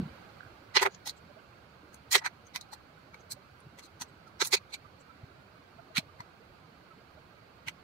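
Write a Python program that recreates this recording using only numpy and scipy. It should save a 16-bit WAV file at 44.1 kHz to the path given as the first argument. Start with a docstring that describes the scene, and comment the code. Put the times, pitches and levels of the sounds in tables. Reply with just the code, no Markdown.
"""A desk with an open laptop chassis, heard close up on a stereo phone, over an uneven hiss that starts louder.
Dull thuds come through the desk at once, then something small bounces four times. From 0.76 s screwdrivers
knock, a hollow handle rings and a tiny screw ticks; faint far blips join at 1.3 s and more thuds follow.
Fast motion at its own pitch smears each blow into a noise swell around a sharp core, differently in each ear;
blows are noise through metal modes, the other bumps short swelling sines, the hiss speckled noise."""
import sys
import numpy as np
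from scipy import signal
from scipy.fft import rfft, irfft
from scipy.io import wavfile
from scipy.ndimage import uniform_filter1d

SR = 44100
rng = np.random.default_rng(int(sys.argv[2]) if len(sys.argv) > 2 else 0)


def master(y):
    """Save y as 16-bit WAV."""
    cut = np.clip(np.atleast_2d(y).T, -1, 1)
    pcm = np.round(cut * 32767)  # scale
    wavfile.write(sys.argv[1], SR, pcm.astype(np.int16))


def level_to_linear(level):
    """Convert decibel levels to linear amplitude factors, elementwise."""
    exponent = np.asarray(level, float) / 20
    return 10 ** exponent


N = 345611
SIZE = 8192  # samples in the buffer of one blow or bump
EARS = np.array([[1], [-1]])  # left, right


def along(table, hz):
    """Reads a (frequency [Hz], value) table on a log-frequency axis."""
    table_hz, values = np.transpose(table)
    return np.interp(np.log(hz + 1), np.log(table_hz), values)


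def add(out, x, s):
    """Mixes x into out with its middle at time s."""
    i = int(s * SR) - x.shape[1] // 2
    a, b = max(i, 0), min(i + x.shape[1], N)
    out[:, a:b] += x[:, a - i:b - i]


def swell(ms):
    """Times (s) around the middle of a buffer and a raised-cosine swell of this full length."""
    t = (np.arange(SIZE) - SIZE // 2) / SR
    return t, np.cos(np.pi * np.clip(t / (ms / 1000), -.5, .5)) ** 2


# Tools and parts on desk and chassis, close by; the panel answers low, the steel high:
# (time [s], panel level [dB], panel pitch [Hz], steel level [dB],
#  brightness = top band over the one below [dB], share of the sharp core [0-1])
KNOCK_EVENTS = [(0.763, -41, 1950, -41, -8, .03), (0.769, -25, 1660, -27.5, -20.5, 0.22),
                (0.799, -35, 2130, -45, -17.5, 0.1), (0.828, -27.5, 925, -38, -1.5, 0.3),
                (0.862, -28, 933, -49, -3, 0.26), (1.074, -47.5, 913, -42, -4, 0.13),
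                (1.095, -53, 890, -41, -9, 0.4), (1.944, -62, 855, -57.5, 19, 0.87),
                (2.13, -37, 1970, -31, 1.5, 0), (2.154, -25, 1720, -27.5, -4.5, .38),
                (2.181, -43.5, 1960, -41.5, -13, 0.1), (2.224, -49.5, 907, -75.5, 9.5, 0.23),
                (2.262, -33.5, 1043, -42.5, -8, 0.3), (2.56, -41, 2125, -44, -3, 0.81),
                (2.735, -49, 896, -53.5, 2.5, 0.43), (3.144, -54.5, 1052, -67, -3, 0.92),
                (3.794, -55.5, 2140, -57.5, 15, 0.2), (4.019, -45, 908, -43.5, -4, 0.46),
                (4.412, -64, 1080, -59, -17, .03), (4.419, -32.5, 1310, -30.5, -12.5, 0.04),
                (4.453, -51, 1200, -41, 0.5, 0), (4.472, -56.5, 920, -40, 12, 0.5),
                (4.528, -48, 1950, -42.5, 1.5, 0.3), (4.54, -30, 1870, -25.5, -11, 0.08),
                (4.568, -45, 2470, -43, -15, 0.05), (4.742, -46, 2340, -46, -2.5, 0.37),
                (5.97, -33.5, 2750, -42, -4, 0.66), (5.98, -34, 2470, -35.5, -8.5, 0.51),
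                (6.205, -46.5, 954, -61, -6, 0.88), (7.684, -39, 2290, -51, 9.5, 0.63)]


def knocks():
    """Tools knock the desk and chassis: a panel and a steel shaft ring together."""
    out = np.zeros((2, N))
    shaft_hz = 4330
    for s, panel_db, panel_hz, steel_db, bright_db, core in KNOCK_EVENTS:
        add(out, blow(panel_db, panel_hz, steel_db, shaft_hz, bright_db, core), s)
    return out


# The screw and the tool tips, close by, hardly moving a panel:
# (time [s], steel level [dB], ring pitch [Hz], brightness [dB], share of the sharp core [0-1])
TICK_EVENTS = [(0.92, -66.5, 7000, -11, .02), (0.948, -55.5, 6750, -28, 0.6), (1.177, -71.5, 7550, 5, .25),
               (2.469, -65.5, 6330, 11, 0.7), (2.611, -54.5, 3990, -1, 1), (3.207, -73, 6280, 2, 0.45),
               (3.32, -42.5, 4390, 2.5, 0.33), (3.604, -71, 9500, 14, 0.7), (3.837, -58.5, 4180, -7, .1),
               (3.857, -63, 3960, -2, 0.05), (4.09, -77, 7900, 8, .2), (4.278, -71.5, 4350, -4, .2),
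               (4.709, -67, 3490, -10, .4), (5.01, -69, 7600, 15, 0.3)]


def ticks():
    """Small steel parts ring at their own pitch, with the panel weak beneath them."""
    out = np.zeros((2, N))
    panel_below_db, panel_hz = -18, 1660
    for s, steel_db, steel_hz, bright_db, core in TICK_EVENTS:
        add(out, blow(steel_db + panel_below_db, panel_hz, steel_db, steel_hz, bright_db, core), s)
    return out


# How the phone's ports hear the desk: (frequency [Hz], left minus right [dB])
DESK_PAN = [(60, -4.5), (110, -4), (200, -7.5), (380, -16), (700, 7.5), (1290, -2.5), (2380, -5.5),
            (4400, -3), (8120, -3.5), (15000, -0.5)]


def blow(panel_db, panel_hz, steel_db, steel_hz, bright_db, core):
    """One blow: a noise push excites the metal, its level set in four bands and in each ear."""
    hz = np.arange(SIZE // 2 + 1) * SR / SIZE
    # the panel's pitch shares it between the two low bands
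    even_hz, db_per_octave = 1501, 15.5
    high_db = db_per_octave * np.log2(panel_hz / even_hz)
    levels_db = np.array([panel_db + min(0, -high_db), panel_db + min(0, high_db),
                          steel_db + min(0, -bright_db), steel_db + min(0, bright_db)])
    loudest_db = levels_db.max()
    # the panel also rings this far above a low pitch or below a high one
    partner_hz = panel_hz * 2.097 ** np.sign(even_hz - panel_hz)

    body = metal(hz, (panel_hz, partner_hz, steel_hz), loudest_db)
    bands = band_filters(hz)
    size = np.sqrt((np.abs(body[:, None] * bands) ** 2).sum(axis=2) / len(hz))
    colour = (level_to_linear(levels_db) / size) @ bands

    # light taps fall on the chassis to the left, hard blows on the desk
    pan_db = np.interp(loudest_db, [-65, -40], [5.5, -1.5])
    colour = colour * level_to_linear(EARS * (pan_db + along(DESK_PAN, hz)) / 2)
    # with its phases lost, each ring spreads to both sides of the blow
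    sound = irfft(push_spectrum(core) * np.abs(body) * colour)
    return sound * np.sqrt(SR * 0.03)  # levels hold over 30 ms


def push_spectrum(core):
    """The force of a blow: a sharp core with a short room tail, and the swell that fast motion smears."""
    t, window = swell(56.7)
    after = t >= 0
    noise = rng.standard_normal((4, 2, SIZE))
    crack = noise[0] * after * np.exp(-np.abs(t) / 0.0022)
    grain = level_to_linear(20 * uniform_filter1d(noise[3], size=40))  # the swell is grainy on a 1 ms scale
    smear = noise[1] * grain * window * np.exp(-np.abs(t) / 0.023)
    tail_t60_s, tail_db = 0.068, -8
    tail = noise[2] * after * np.exp(-np.log(1000) * np.abs(t) / tail_t60_s)
    crack, smear, tail = (v / np.linalg.norm(v, axis=1, keepdims=True) for v in (crack, smear, tail))
    sharp = crack + level_to_linear(tail_db) * tail
    push = rfft(np.sqrt(core) * sharp + np.sqrt(1 - core) * smear)
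    # the smear scatters phases and leaves the colour alone: the push keeps an even spectrum
    return push / np.sqrt(uniform_filter1d(np.abs(push) ** 2, size=40))


# Metal modes of the panels and tools: (frequency [Hz], width [Hz], level [dB])
MODES = [(865, 130, -4), (979, 69.2, -0.5), (1080, 43, -12), (1310, 270, -3.5), (1497, 53, -4.5),
         (1660, 23, -7.5), (1950, 118.2, -3.5), (2033, 110, -1), (2279, 120, 1.5), (2470, 190, -2.5),
         (2794, 59, -7), (3106, 240, -7.5), (3490, 450, -7), (3980, 120, -10), (3910, 82.2, -0.5),
         (4230, 520, -3.5), (4140, 260, 1.5), (4690, 570, -1.5), (5260, 81, -3.5), (5530, 120, -1),
         (6080, 220, -1), (6410, 84, -10), (6750, 230, -6.5), (7550, 330, -14), (7900, 220, -9.5),
         (9500, 270, -9.5)]
# Rings woken by every blow: (frequency [Hz], share of the lift [0-1])
SHARED_RINGS = [(900, .7), (1450, .3), (3600, .3), (6200, 0.2)]


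def metal(hz, pitches_hz, loudest_db):
    """Response of the resonant metal; the place of the blow favours modes near its pitches."""
    f, width, db = np.transpose(MODES)[:, :, None]
    modes = level_to_linear(db) * 1j * hz * width / (f ** 2 - hz ** 2 + 1j * hz * width)

    def nearness(at_hz):
        return np.exp(-(np.log(f / at_hz) / 0.0518) ** 2)

    near = sum(share * nearness(at_hz) for at_hz, share in SHARED_RINGS)
    near = np.minimum(near + sum(nearness(at_hz) for at_hz in pitches_hz), 1)
    # hard blows shake every mode, so the favoured ones stand out less
    lift_db = np.interp(loudest_db, [-45, -30], [17, 5])
    # each ear hears its own mix of modes
    mix = level_to_linear(lift_db * near + 3 * rng.standard_normal((2, len(MODES), 1)))
    mix = mix * rng.choice([-1, 1], mix.shape)
    crack_colour = 0.63 * hz / (hz + 5000) / (1 + 1j * hz / 8000)  # the unresonant part, mostly treble
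    body = (mix * modes).sum(axis=1) + crack_colour
    # a power above 1 deepens the valleys between the rings of light taps
    return np.abs(body) ** np.interp(loudest_db, [-45, -32], [1.4, 1.0])


# Edges of the four bands in which a blow's levels are set: (frequency [Hz])
BAND_EDGES = [650, 1700, 3300, 7000, 15750]


def band_filters(hz):
    """Gains of the four bands, crossing over steeply at their edges."""
    above = [1 / (1 + (edge / (hz + 1)) ** 14) for edge in BAND_EDGES]
    bands = np.array([np.sqrt(np.maximum(a - b, 0)) for a, b in zip(above, above[1:])])
    bands[0] += (1 - above[0]) * hz / BAND_EDGES[0]  # a little of the blow reaches below the lowest band
    bands[-1] *= hz < BAND_EDGES[-1]  # nothing passes above the top edge
    return bands


# The hollow handle meeting the desk: (time [s], level [dB], length [ms])
HANDLE_RINGS = [(0.773, -36.5, 28), (0.827, -34.5, 36), (0.868, -37.5, 55), (2.164, -38, 40),
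                (4.423, -34.5, 16), (4.543, -35.5, 34)]


def handle():
    """The hollow handle rings at one pitch as it meets the desk, stronger on the right."""
    out = np.zeros((2, N))
    for s, db, ms in HANDLE_RINGS:
        add(out, bump(393.5, db, ms, pan_db=-7.5), s)
    return out


# Dull thuds through the desk: (time [s], pitch [Hz], level [dB], length [ms])
THUD_EVENTS = [(0.002, 190, -31.5, 22), (0.013, 170, -39, 25), (0.015, 357, -50.5, 64),
               (0.021, 90, -45, 35), (0.031, 163, -38.5, 54), (0.061, 159, -41, 23), (0.078, 190, -47, 12),
               (2.554, 194, -53, 14), (3.672, 134.5, -50, 28), (4.014, 180, -51, 9.3),
               (5.239, 122, -41.5, 20), (5.985, 267, -49, 34), (5.987, 168, -37, 18.4),
               (6.068, 147, -57, 25), (6.203, 130, -51, 20), (7.679, 130, -53, 34)]


def thuds():
    """The desk carries low, dull thuds: short swelling bass tones."""
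    out = np.zeros((2, N))
    for s, hz, db, ms in THUD_EVENTS:
        add(out, bump(hz, db, ms, pan_db=-1.5), s)
    return out


def bounces():
    """Something small bounces four times, each flight shorter and each landing weaker."""
    out = np.zeros((2, N))
    s, flight_s, db = 0.408, 0.0255, -49.5
    for _ in range(4):
        add(out, bump(1530, db, 6.8, pan_db=-18.5), s)
        s += flight_s
        flight_s *= 0.73
        db -= 4.5
    return out


# Faint far blips: (time [s], pitch [Hz], level [dB], left minus right [dB])
BLIP_EVENTS = [(1.307, 585, -61.5, -19), (1.375, 635, -64.5, -23), (3.374, 583, -63, -17),
               (4.277, 1324, -61.5, -17), (4.857, 1187, -60.5, -16), (5.104, 1326, -58.5, -16),
               (5.795, 684, -55.5, -11.5), (5.795, 1380, -60, -9), (5.912, 646, -62, 17),
               (6.0, 647, -58.5, 18), (6.095, 1200, -64, -15), (6.917, 1310, -58.5, -11),
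               (7.18, 627, -62.5, -11.5)]


def blips():
    """Faint far tones swell and fade within 35 ms, most of them on the right."""
    out = np.zeros((2, N))
    for s, hz, db, pan_db in BLIP_EVENTS:
        add(out, bump(hz, db, 35, pan_db), s)
    return out


def bump(hz, db, ms, pan_db):
    """A mode and a weaker partner under a swell, pitch a little unsteady; the ears agree only in the bass."""
    t, window = swell(ms)
    drift, start, spread, partner_start = rng.standard_normal(4)
    phase = 2 * np.pi * hz * t * (1 + 1.76 * drift * t)
    lead = spread * min(hz / 1700, 1) * EARS
    mode = np.sin(phase + lead + 2 * start)
    partner = 0.39 / (1 + (hz / 800) ** 4) * np.sin(1.3 * phase - lead + 2 * partner_start)
    return 2 * (mode + partner) * window * level_to_linear(db + EARS * pan_db / 2)


# Colour of the room hiss: (frequency [Hz], relative density [dB per Hz])
HISS_COLOUR = [(25, -18.5), (40, -18.5), (75, 0.5), (182, -2.5), (221, -6), (650, -8.5), (959, -12),
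               (1270, -9.5), (1600, -10.5), (1780, -18.5), (2280, -15), (3580, -24), (4450, -20),
               (5300, -30.5), (8700, -38.5), (15600, -37.5)]
# Side of the room hiss: (frequency [Hz], left minus right [dB])
HISS_PAN = [(60, -0.5), (110, -2.5), (200, -3), (380, -3), (700, -7.0), (1290, -9.5), (2380, -5.5),
            (4400, -8.5), (8120, -3), (15000, 2.5)]


def room():
    """Quiet speckled hiss, alike left and right only in the bass, starting louder and settling."""
    hz = np.arange(N // 2 + 1) * SR / N
    # (frequency [Hz], likeness of the ears [0-1])
    likeness = [(30, 0.82), (60, 0.74), (130, 1.0), (290, 0.78), (640, 0.23), (1400, 0.017)]
    alike = np.clip(along(likeness, hz), 0, 1)
    mid, side = rfft(speckle(rng.standard_normal((2, N)), 3))
    hiss = np.sqrt(1 + alike) * mid + EARS * np.sqrt(1 - alike) * side
    hiss = irfft(hiss * level_to_linear(along(HISS_COLOUR, hz) + EARS * along(HISS_PAN, hz) / 2), N)
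    hiss = hiss / np.sqrt(np.mean(hiss ** 2))
    level_db, start_db, settle_s = -56, 6.5, 0.59
    return hiss * level_to_linear(level_db + start_db * np.exp(-np.arange(N) / SR / settle_s))


def speckle(x, db):
    """Fast motion rebuilds the sound from 46 ms pieces: each narrow band flickers alone, as faint short tones."""
    cells = signal.stft(x, nperseg=2048)[2]
    chance = rng.standard_normal(cells.shape)
    chance = uniform_filter1d(chance, size=3, axis=1) * np.sqrt(3)  # evened over three neighbouring bins
    return signal.istft(cells * level_to_linear(db * chance), nperseg=2048)[1][:, :N]


def scene():
    """Blows and bumps close to the phone, far blips, and the room beneath."""
    return knocks() + ticks() + handle() + thuds() + bounces() + blips() + room()


def top_cut(x):
    """Nothing passes above the cut-off."""
    return signal.sosfilt(signal.butter(12, 15780, fs=SR, output="sos"), x)


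def record(dry):
    """A steep low-pass ends the treble of the finished mix at 15.7 kHz."""
    low_pass = signal.ellip(10, .2, 70, 15700, fs=SR, output="sos")
    mix = signal.sosfilt(low_pass, dry)
    return top_cut(mix)


dry = scene()
out = record(dry)
master(out)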